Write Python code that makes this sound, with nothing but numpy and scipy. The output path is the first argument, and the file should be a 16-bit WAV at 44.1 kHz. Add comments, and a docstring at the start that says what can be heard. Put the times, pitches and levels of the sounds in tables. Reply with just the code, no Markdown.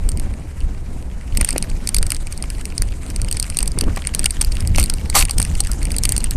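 """Camera on a bicycle, rough dirt track

Wind noise in four bands buffets the microphone port; single puffs thump its cavity.
Tyres hiss and roar over grit: flickering noise bands with random grains.
The camera ticks and rattles in its loose plastic mount, and the mount knocks on the handlebar:
bursts of noisy contacts ring banks of resonances. The input clips hard; the top is cut."""
import sys
import numpy as np
from scipy import signal
from scipy.io import wavfile
from scipy.ndimage import uniform_filter1d

SR = 44100
rng = np.random.default_rng(int(sys.argv[2]) if len(sys.argv) > 2 else 0)


def log_audio(samples):
    """Write samples as a 16-bit WAV file to the path given in sys.argv[1]."""
    # one column per channel
    frames = np.atleast_2d(samples).T
    # limit to full scale, then quantise
    limited = np.clip(frames, -1, 1)
    pcm = np.round(limited * 32767).astype(np.int16)
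    wavfile.write(sys.argv[1], SR, pcm)


N = 280476   # samples

# wind at the port, before random swells and lumps: time_s, buffet_db, rumble_db, flutter_db
WIND_CURVE = [(0.0, -15, -23, -37.5), (0.21, -18, -23.5, -32), (0.55, -34, -33, -42), (0.65, -15, -20, -39),
              (0.69, -22, -29, -38), (1.2, -27.5, -31.5, -38.5), (1.29, -42, -26.5, -43),
              (1.33, -17, -28.5, -36.5), (1.42, -12, -18.5, -28), (1.45, -21, -32.5, -42.5),
              (1.57, -22.5, -28, -33), (1.91, -23.5, -32.5, -34), (2.02, -9.5, -18, -34.5),
              (2.09, -22.5, -28.5, -39), (2.21, -24, -27.5, -40), (2.76, -25.5, -34.5, -35),
              (2.8, -18, -25, -39), (3.1, -30, -32.5, -36), (3.17, -18, -23, -34.5),
              (3.47, -26, -31.5, -38.5), (3.88, -16, -23, -28), (4.02, -28, -26, -40),
              (4.22, -19, -24.5, -30.5), (4.29, -22, -28, -40), (4.82, -13, -17, -28.5),
              (4.85, -20, -21, -29.5), (4.92, -14, -32, -34.5), (4.99, -30, -22.5, -36),
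              (5.23, -11, -26.5, -30), (5.31, -30, -26, -42), (5.38, -11.5, -23, -32),
              (5.53, -32, -21, -31), (5.56, -15.5, -26.5, -36), (6.15, -23, -22, -33),
              (6.31, -17.5, -34, -36), (6.36, -23, -18.5, -31)]
# ground roughness, heard as grit hiss: time_s, hiss_db
GROUND_CURVE = [(0.0, -49), (1.24, -51), (1.4, -42.5), (1.82, -46), (3.19, -46.5), (3.5, -44),
                (3.81, -46.5), (4.3, -43), (4.85, -45.5), (5.44, -42.5), (6.16, -42), (6.36, -45)]
# camera ticking in its mount: time_s, case_peak_db, mount_peak_db, length_ms
TICK_EVENTS = [(0.0898, -10.5, -29, 0.9), (0.1175, -21.5, -42, 1), (0.173, -21.5, -31, 1.6),
               (0.1975, -18, -32, 1.8), (0.3384, -34, -31, 0.83), (0.6045, -30.5, -37, .9),
               (1.3231, -42, -31, 1.7), (1.3502, -33, -29, 1.4), (1.372, -7, -18, 2.7),
               (1.4108, 1.5, -11.5, 2.7), (1.4463, -4.5, -17.5, 2.35), (1.4745, -24, -39, 1.1),
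               (1.4888, -5, -17.5, 1.4), (1.5062, -10, -30, 2.1), (1.5274, -18, -30, 2.8),
               (1.5625, -24, -18, 1), (1.5799, -7, -21, 2), (1.6251, -9, -23.5, 1.7),
               (1.6998, -25.5, -43, 1.9), (1.8726, -12.5, -23.5, 3), (1.8898, -8, -25, 2.2),
               (1.9451, 0, -21, 1.8), (1.9647, -7.5, -21.5, 4.6), (1.9841, -7.5, -29, 1.9),
               (2.0279, -7, -18, 1.7), (2.066, -16.5, -30, 2.4), (2.1036, -10, -25, 2.6),
               (2.1192, -4.5, -15, 1.7), (2.1463, -17.5, -41, 2.3), (2.1655, -22, -31, 1.7),
               (2.2702, -22, -26, .82), (2.324, -19.5, -31.5, 4.2), (2.3764, -20, -48, 0.85),
               (2.4244, -14, -32, 1.5), (2.439, -31, -23.5, 1.7), (2.502, -16.5, -29, .9),
               (2.6116, -25, -32, .88), (2.6539, -17, -23, 1.6), (2.7794, -10.5, -27, 1.7),
               (2.8203, -5, -18.5, 1.24), (3.1017, -21.5, -46, .7), (3.1615, -13, -27, 1),
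               (3.2166, -13.5, -30, 1.2), (3.2462, -18, -28, 1.3), (3.2848, -22.5, -25.5, 2.5),
               (3.3125, -11.5, -21.5, 1.8), (3.326, -9, -31, 1.3), (3.3686, -14.5, -24.5, 3.4),
               (3.3983, -3, -26, 1.4), (3.4268, -9.5, -26.5, .82), (3.4422, -31, -25.5, 1.7),
               (3.5002, -13, -26.5, .89), (3.5456, -28, -28, 2.2), (3.5701, -2.5, -23, 1.6),
               (3.5877, -3, -17, 2.5), (3.605, -15, -27, .81), (3.6283, -5.5, -25, 1.9),
               (3.658, -24, -30, 2.1), (3.6759, -12.5, -30, 3.5), (3.7177, -20.5, -48, 1.5),
               (3.7869, -7, -27, 2.4), (3.8097, -6.5, -20, 2.34), (3.8384, -29, -26.5, 2.5),
               (3.962, -20, -28, 0.8), (3.9726, -26.5, -24, 5.3), (4.0206, -35, -22.5, .6),
               (4.05, -25, -22, 0.92), (4.071, -4.5, -20, 1.44), (4.1377, -24, -23, 4),
               (4.1484, -2.5, -19, 1.5), (4.1931, -4, -19, 1.5), (4.2309, -28, -27, 2.7),
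               (4.2425, -6.5, -17, 1.4), (4.2573, 4, -4, 4.1), (4.3066, -11, -27, 2.8),
               (4.368, -34, -24.5, 1.6), (4.4117, -2.5, -15.5, 6.5), (4.4471, -15.5, -29, .87),
               (4.5196, -24, -31, 5.3), (4.5534, -22, -30, .8), (4.5681, -24, -20, 1.8),
               (4.6053, -18, -32, 1.1), (4.6741, -11, -42, 1), (4.7472, -31, -17, 0.98),
               (4.7594, -12.5, -23, 1.7), (4.782, -11, -9.5, 3.7), (4.7915, -17, -16, 0.84),
               (4.798, -3, -32, 0.85), (4.8059, -23, -19, 2.3), (4.814, -18, -26, 1.4),
               (4.8282, -8.5, -21, 1.4), (4.8389, -8.5, -28, 1.9), (4.859, -17, -38, 2.2),
               (4.8984, -7, -16.5, 2.2), (4.938, -13, -29, 1.4), (5.058, -34, -27, 0.84),
               (5.0994, -8.5, -27, 1.4), (5.189, -3, -17, 3.5), (5.2005, -1, -27, 1),
               (5.204, -12, -30, 2.9), (5.2093, -10, -10, 3.6), (5.2246, -13, -6, 1.4),
               (5.2514, -9, -21, 2.3), (5.2949, -17, -21, 2.3), (5.3098, -7, -26, .6),
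               (5.3809, -6, -23, 4.5), (5.3997, -1, -15.5, 2.3), (5.4169, -11, -33, 1.3),
               (5.4271, -4.5, -29, 1.4), (5.45, -13, -29, .82), (5.5513, -22, -24.5, 4.2),
               (5.6037, -0.5, -34, 3.1), (5.6367, -27, -36, 3.1), (5.6476, -26, -31, 2.6),
               (5.671, -17.5, -25, 1.9), (5.7154, -13, -30, 1.7), (5.7328, -22, -36, 1.3),
               (5.8292, -17, -31, 1.4), (5.8529, -13, -26, 1.2), (5.9045, -26, -22.5, 2.2),
               (5.9178, -14.5, -34, 2.1), (5.9643, -11.5, -27, 2.2), (5.9838, -8, -30, 2.8),
               (6.0356, -6.5, -35, 1.6), (6.0524, -2.5, -13, 3.06), (6.0914, 0, -27, 1.24),
               (6.1211, -3, -18, 2.2), (6.1645, -8.5, -23, 1.1), (6.1789, -1, -23, 0.85),
               (6.2034, -24, -33, 4.6), (6.2414, -10, -21.5, 2.7), (6.3091, -12.5, -28, .81)]
# sharp puffs of wind on the port, before the band-pass: time_s, peak_db
PUFF_EVENTS = [(1.408, -20), (1.534, -23), (1.559, -11.5), (3.774, -19), (3.8, -31), (3.818, -19),
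               (3.834, -16), (3.851, -31), (3.867, -34), (3.877, -17), (3.884, -16), (4.782, -10)]
# mount knocking on the handlebar, before the band-pass: time_s, peak_db
KNOCK_EVENTS = [(1.411, -25), (1.56, -30), (3.881, -28), (3.97, -17), (4.257, -18.5), (4.414, -26),
                (4.781, -19), (5.151, -7), (5.163, -0.5), (5.197, -25), (5.217, -22.5), (5.225, -31),
                (5.295, -25.5), (5.603, -26)]
# contacts running together: start_s, fade_start_s, gain_db, fade_ms, handlebar_db
RATTLE_EVENTS = [(4.425, 4.424, -28, 3.9, -40), (4.756, 4.777, -34.5, 3, -44),
                 (4.783, 4.801, -27.5, 4.4, -34), (4.808, 4.822, -34.5, 7.2, -44),
                 (5.146, 5.154, -32, 2, -24), (5.153, 5.176, -13.5, 6, -16.5), (5.181, 5.183, -12, 3, -27),
                 (5.188, 5.226, -22.5, 5.7, -47)]

# spectrum of the grit noise, relative: frequency_hz, density_db_per_hz
GRIT_SPECTRUM = [(410, -25), (700, -8.5), (1250, -3.5), (2110, -3), (3300, -10.5), (6690, -10),
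                 (8640, -6.5), (13200, -26.5), (14300, 4), (15000, -72)]
# resonances of the camera case: frequency_hz, width_hz, level_db
CASE_MODES = [(7710, 590, -10), (8690, 780, 7.5), (9330, 2000, 0), (11030, 1700, -8.5), (13400, 800, -19.5)]
# resonances of the latch: frequency_hz, width_hz, level_db
LATCH_MODES = [(4130, 7100, -21), (4460, 430, -1), (4980, 630, -3), (5920, 1260, -7)]
# resonances of the plastic mount: frequency_hz, width_hz, level_db
MOUNT_MODES = [(1270, 810, -15.5), (1860, 890, -6.5), (2160, 640, -0.5), (2826, 720, -6)]
# resonances of the handlebar: frequency_hz, width_hz, level_db
HANDLEBAR_MODES = [(624, 230, -10.5), (807, 57, -1), (990, 360, -11.5), (1158, 93, -1.5), (1424, 49, -15),
                   (1880, 180, -11)]
# resonances of the port cavity under wind: frequency_hz, width_hz, level_db
PORT_MODES = [(270, 113, 6.5), (483, 320, 3.5), (744, 1800, -10.5)]

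RUSH_DB, RUSH_FOLLOWS = -46.5, 0.55     # rush at mean flutter; share of flutter's dB swing
SWELL_DB = 1.5                          # spread of random buffet and rumble swells
ROAR_DB, ROAR_FOLLOWS = -47, 0.49       # tyre roar on mean ground; share of the hiss's dB swing
LATCH_DB, LATCH_FOLLOWS = -8.5, 0.81    # mean latch peak at a 0 dB case tick; dB per case dB
FAINT_COUNT, FAINT_MS = 90, 1.42        # random ticks; median length
FAINT_CASE_DB, FAINT_MOUNT_DB, FAINT_SPREAD_DB = -39.5, -31.5, 6   # levels on mean ground
CLIP_LEVEL = 0.46                       # of full scale
ROLLOFF_HZ, CUTOFF_HZ = 14000, 15500    # low-pass corner; 40 dB stop-band edge


def from_db(db):
    """Decibels to amplitude gain."""
    return 10 ** (np.asarray(db) / 20)


def rms_one(x):
    """Scale to rms 1."""
    return x / np.sqrt(np.mean(x ** 2) + 1e-20)


def in_time(rows):
    """Interpolate each column of a curve table to one value per sample."""
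    time_s, *columns = np.transpose(rows)
    return [np.interp(np.arange(N) / SR, time_s, column) for column in columns]


def band(x, low_hz, high_hz, order=2):
    """Butterworth band-pass."""
    sos = signal.butter(order, [low_hz, high_hz], "band", fs=SR, output="sos")
    return signal.sosfilt(sos, x)


def drift(rate_hz):
    """Slow random curve, rms 1: noise at SR / 40 through two equal real poles at rate_hz."""
    step, settle = 40, 2000
    r = np.exp(-2 * np.pi * rate_hz * step / SR)
    noise = rng.standard_normal(N // step + settle + 2)
    slow = signal.lfilter([1], [1, -2 * r, r * r], noise)[settle:]
    return np.interp(np.arange(N) / step, np.arange(len(slow)), rms_one(slow))


def evened(x, span_s):
    """Flatten the slow swells of noise, so that the level curves shape it."""
    return x / np.sqrt(uniform_filter1d(x ** 2, round(span_s * SR)) + 1e-12)


def resonate(x, modes, spread_db=0):
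    """Parallel two-pole resonances of alternating sign; each row of x gets its own mode strengths."""
    out = 0
    luck = rng.standard_normal(x.shape[:-1] + (len(modes),))
    for k, (hz, width_hz, level_db) in enumerate(modes):
        r = np.exp(-np.pi * max(width_hz, 10) / SR)
        poles = [1, -2 * r * np.cos(2 * np.pi * hz / SR), r * r]
        rung = signal.lfilter([1, 0, -1], poles, x + 1e-18)
        unity = (1 - r * r) / 2   # peak gain 1
        gain = from_db(level_db + spread_db * luck[..., k:k + 1])
        out = out + (-1) ** k * unity * rung * gain
    return out


def strikes(times_s, peak_db, chatter_ms, modes, spread_db, size):
    """Noisy contacts swell in, chatter, ring the modes and leave a weak afterbounce."""
    ms = np.arange(size) / SR * 1000
    late_ms = np.maximum(ms - np.reshape(chatter_ms, (-1, 1)), 0)
    rebound_ms = rng.uniform(3.2, 13.0, (len(times_s), 1))
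    rebound = 1 + 1.7 * np.exp(-((late_ms - rebound_ms) / 0.63) ** 2)
    afterbounce = 0.071 * rebound * np.exp(-late_ms / 6.1)
    swell_in = np.minimum(ms / 0.44, 1) ** 2
    shape = swell_in * (np.exp(-late_ms / 0.46) + afterbounce)
    rung = resonate(shape * rng.standard_normal((len(times_s), size)), modes, spread_db)
    # peak_db: peak of a sine as strong as the loudest 40 samples
    strongest = uniform_filter1d(rung ** 2, size=40).max(axis=1)
    rung *= (from_db(peak_db) / np.sqrt(2 * strongest))[:, None]
    out = np.zeros(N + size)
    for time_s, one in zip(times_s, rung):
        first = round(time_s * SR)
        out[first:first + size] += one
    return out[:N]


def wind():
    """Eddies at the port: lumpy pressure noise in four bands, each with its own level curve."""
    buffet_db, rumble_db, flutter_db = in_time(WIND_CURVE)
    rush_db = RUSH_DB + RUSH_FOLLOWS * (flutter_db - flutter_db.mean())
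    buffet_db = buffet_db + SWELL_DB * drift(6.3)
    rumble_db = rumble_db + SWELL_DB * drift(6.0)
    white = rng.standard_normal((4, N + SR))   # first second lets the filters settle
    buffet = evened(band(white[0], 12.5, 34.2)[SR:], span_s=0.347)
    rumble = evened(band(band(white[1], 45.7, 72.2, order=1), 41.0, 115.0)[SR:], span_s=0.13)
    flutter = evened(band(band(white[2], 104, 196, order=1), 111, 386)[SR:], span_s=0.085)
    rush = evened(band(band(white[3], 122, 360, order=1), 424, 1060)[SR:], span_s=0.12)
    lumps = drift(28)   # small eddies come in lumps
    return (from_db(buffet_db) * buffet
            + from_db(rumble_db + 0.24 * lumps) * rumble
            + from_db(flutter_db + 2.0 * lumps) * flutter
            + from_db(rush_db + 2.17 * lumps) * rush)


def tyres():
    """Grit under the tread: flickering third-octave noise, roughened by random grains."""
    hiss_db, = in_time(GROUND_CURVE)
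    roar_db = ROAR_DB + ROAR_FOLLOWS * (hiss_db - hiss_db.mean())
    rough = np.clip((hiss_db + 58.5) / 9.2, .3, 1.5)   # louder ground is more uneven
    grains = (rng.random(N) < 90.0 * rough / SR) * rng.choice([-1, 1], N)
    grains = grains * from_db(3.5 * rough * np.minimum(rng.exponential(1, N), 3))
    crackle = uniform_filter1d(np.abs(grains), size=30) * 15.0   # a grain grinds for 0.7 ms
    hz, density_db = np.transpose(GRIT_SPECTRUM)
    edges_hz = 600 * 2 ** np.arange(0, 4.8, 1 / 3)
    together = drift(31)   # flicker shared by all bands
    white = rng.standard_normal((2, N))
    roar, hiss = 0, 0
    for k, (low_hz, high_hz) in enumerate(zip(edges_hz, edges_hz[1:])):
        band_db = np.interp(np.log(low_hz * high_hz) / 2, np.log(hz), density_db)
        flicker_db = rough * (1.6 * together + 2.07 * drift(21.4))
        one = from_db(band_db + flicker_db) * band(white[k % 2] * (1 + crackle), low_hz, high_hz)
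        if high_hz < 3400:
            roar = roar + one
        else:
            hiss = hiss + one
    hiss = band(hiss, 870, 12800, order=6)
    return from_db(roar_db) * rms_one(roar) + from_db(hiss_db) * rms_one(hiss)


def faint_ticks():
    """Rows of random faint touches, more often and stronger on rough ground."""
    hiss_db, = in_time(GROUND_CURVE)
    luck = np.clip(rng.standard_normal((FAINT_COUNT, 3)), -2, 2)
    share = np.cumsum(from_db(hiss_db))
    at = np.searchsorted(share / share[-1], rng.uniform(.002, .998, FAINT_COUNT))
    rough_db = 1.03 * (hiss_db[at] - hiss_db.mean())
    case_db = FAINT_CASE_DB + rough_db + FAINT_SPREAD_DB * luck[:, 0]
    mount_db = FAINT_MOUNT_DB + rough_db + 0.46 * FAINT_SPREAD_DB * luck[:, 1]
    length_ms = FAINT_MS * np.exp(0.21 * luck[:, 2])
    return np.transpose([at / SR, case_db, mount_db, length_ms])


def ticks():
    """Case, latch and mount each ring with their own strength at every touch."""
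    touches = np.vstack([TICK_EVENTS, faint_ticks()])
    time_s, case_db, mount_db, length_ms = np.transpose(touches)
    # the latch is hit more or less squarely
    latch_db = LATCH_DB + LATCH_FOLLOWS * case_db + 2.7 * rng.standard_normal(len(time_s))
    start_s = time_s - .0005   # case and latch contact begins just before the swell is heard
    chatter_ms = np.maximum(length_ms - .3, .7)
    case = strikes(start_s, case_db, chatter_ms, CASE_MODES, spread_db=2.0, size=700)
    latch = strikes(start_s, latch_db, chatter_ms, LATCH_MODES, spread_db=1.0, size=700)
    mount = strikes(time_s, mount_db, chatter_ms, MOUNT_MODES, spread_db=3.0, size=700)
    return case + latch + mount


def puffs():
    """Single eddies break at the port and thump its cavity; air carries no sharp edge."""
    time_s, peak_db = np.transpose(PUFF_EVENTS)
    chatter_ms = np.full(len(time_s), 1.5)
    thumps = strikes(time_s, peak_db, chatter_ms, PORT_MODES, spread_db=0.5, size=1500)
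    return band(thumps, 80, 1400)


def knocks():
    """Hard jolts ring the handlebar through a soft rubber contact, which dulls the blow."""
    time_s, peak_db = np.transpose(KNOCK_EVENTS)
    chatter_ms = np.full(len(time_s), 1.5)
    blows = strikes(time_s, peak_db, chatter_ms, HANDLEBAR_MODES, spread_db=4.0, size=4000)
    return band(blows, 240, 3000)


def rattles():
    """Some 700 uneven contacts a second shake case, latch, mount and handlebar together."""
    t = np.arange(N) / SR
    gate, bar_gate = np.zeros(N), np.zeros(N)
    rise_s = 0.0035
    for start_s, fade_start_s, gain_db, fade_ms, bar_db in RATTLE_EVENTS:
        rise = np.clip((t - start_s + rise_s) / rise_s, 0, 1) ** 2
        shape = rise * np.exp(-np.clip(t - fade_start_s, 0, 1) * 1000 / fade_ms)
        gate = gate + from_db(gain_db) * shape
        bar_gate = bar_gate + from_db(bar_db) * shape
    touches = (rng.random(N) < 700.0 / SR) * from_db(2.7 * rng.exponential(1, N))
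    grind = signal.lfilter([.04], [1, -.96], touches)   # each touch grinds briefly
    contacts = rng.standard_normal(N) * (0.032 + grind)
    bright = rms_one(resonate(contacts, [*CASE_MODES, *LATCH_MODES]))
    wide = rms_one(band(contacts, 810, 14500))
    mount = rms_one(resonate(contacts, MOUNT_MODES))
    handlebar = rms_one(resonate(contacts, HANDLEBAR_MODES))
    return gate * (bright + 1.7 * wide + 0.14 * mount) + bar_gate * handlebar


def scene():
    """Sum of all layers at one microphone."""
    return (wind() + tyres() + ticks() + puffs() + knocks() + rattles())[None]


def record(dry):
    """Hard clip at the input, then treble roll-off and a steep top cut."""
    clipped = np.clip(dry, -CLIP_LEVEL, CLIP_LEVEL)
    rolled = signal.sosfilt(signal.butter(12, ROLLOFF_HZ, fs=SR, output="sos"), clipped)
    return signal.sosfilt(signal.cheby2(12, 40, CUTOFF_HZ, fs=SR, output="sos"), rolled)


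dry = scene()
out = record(dry)
log_audio(out)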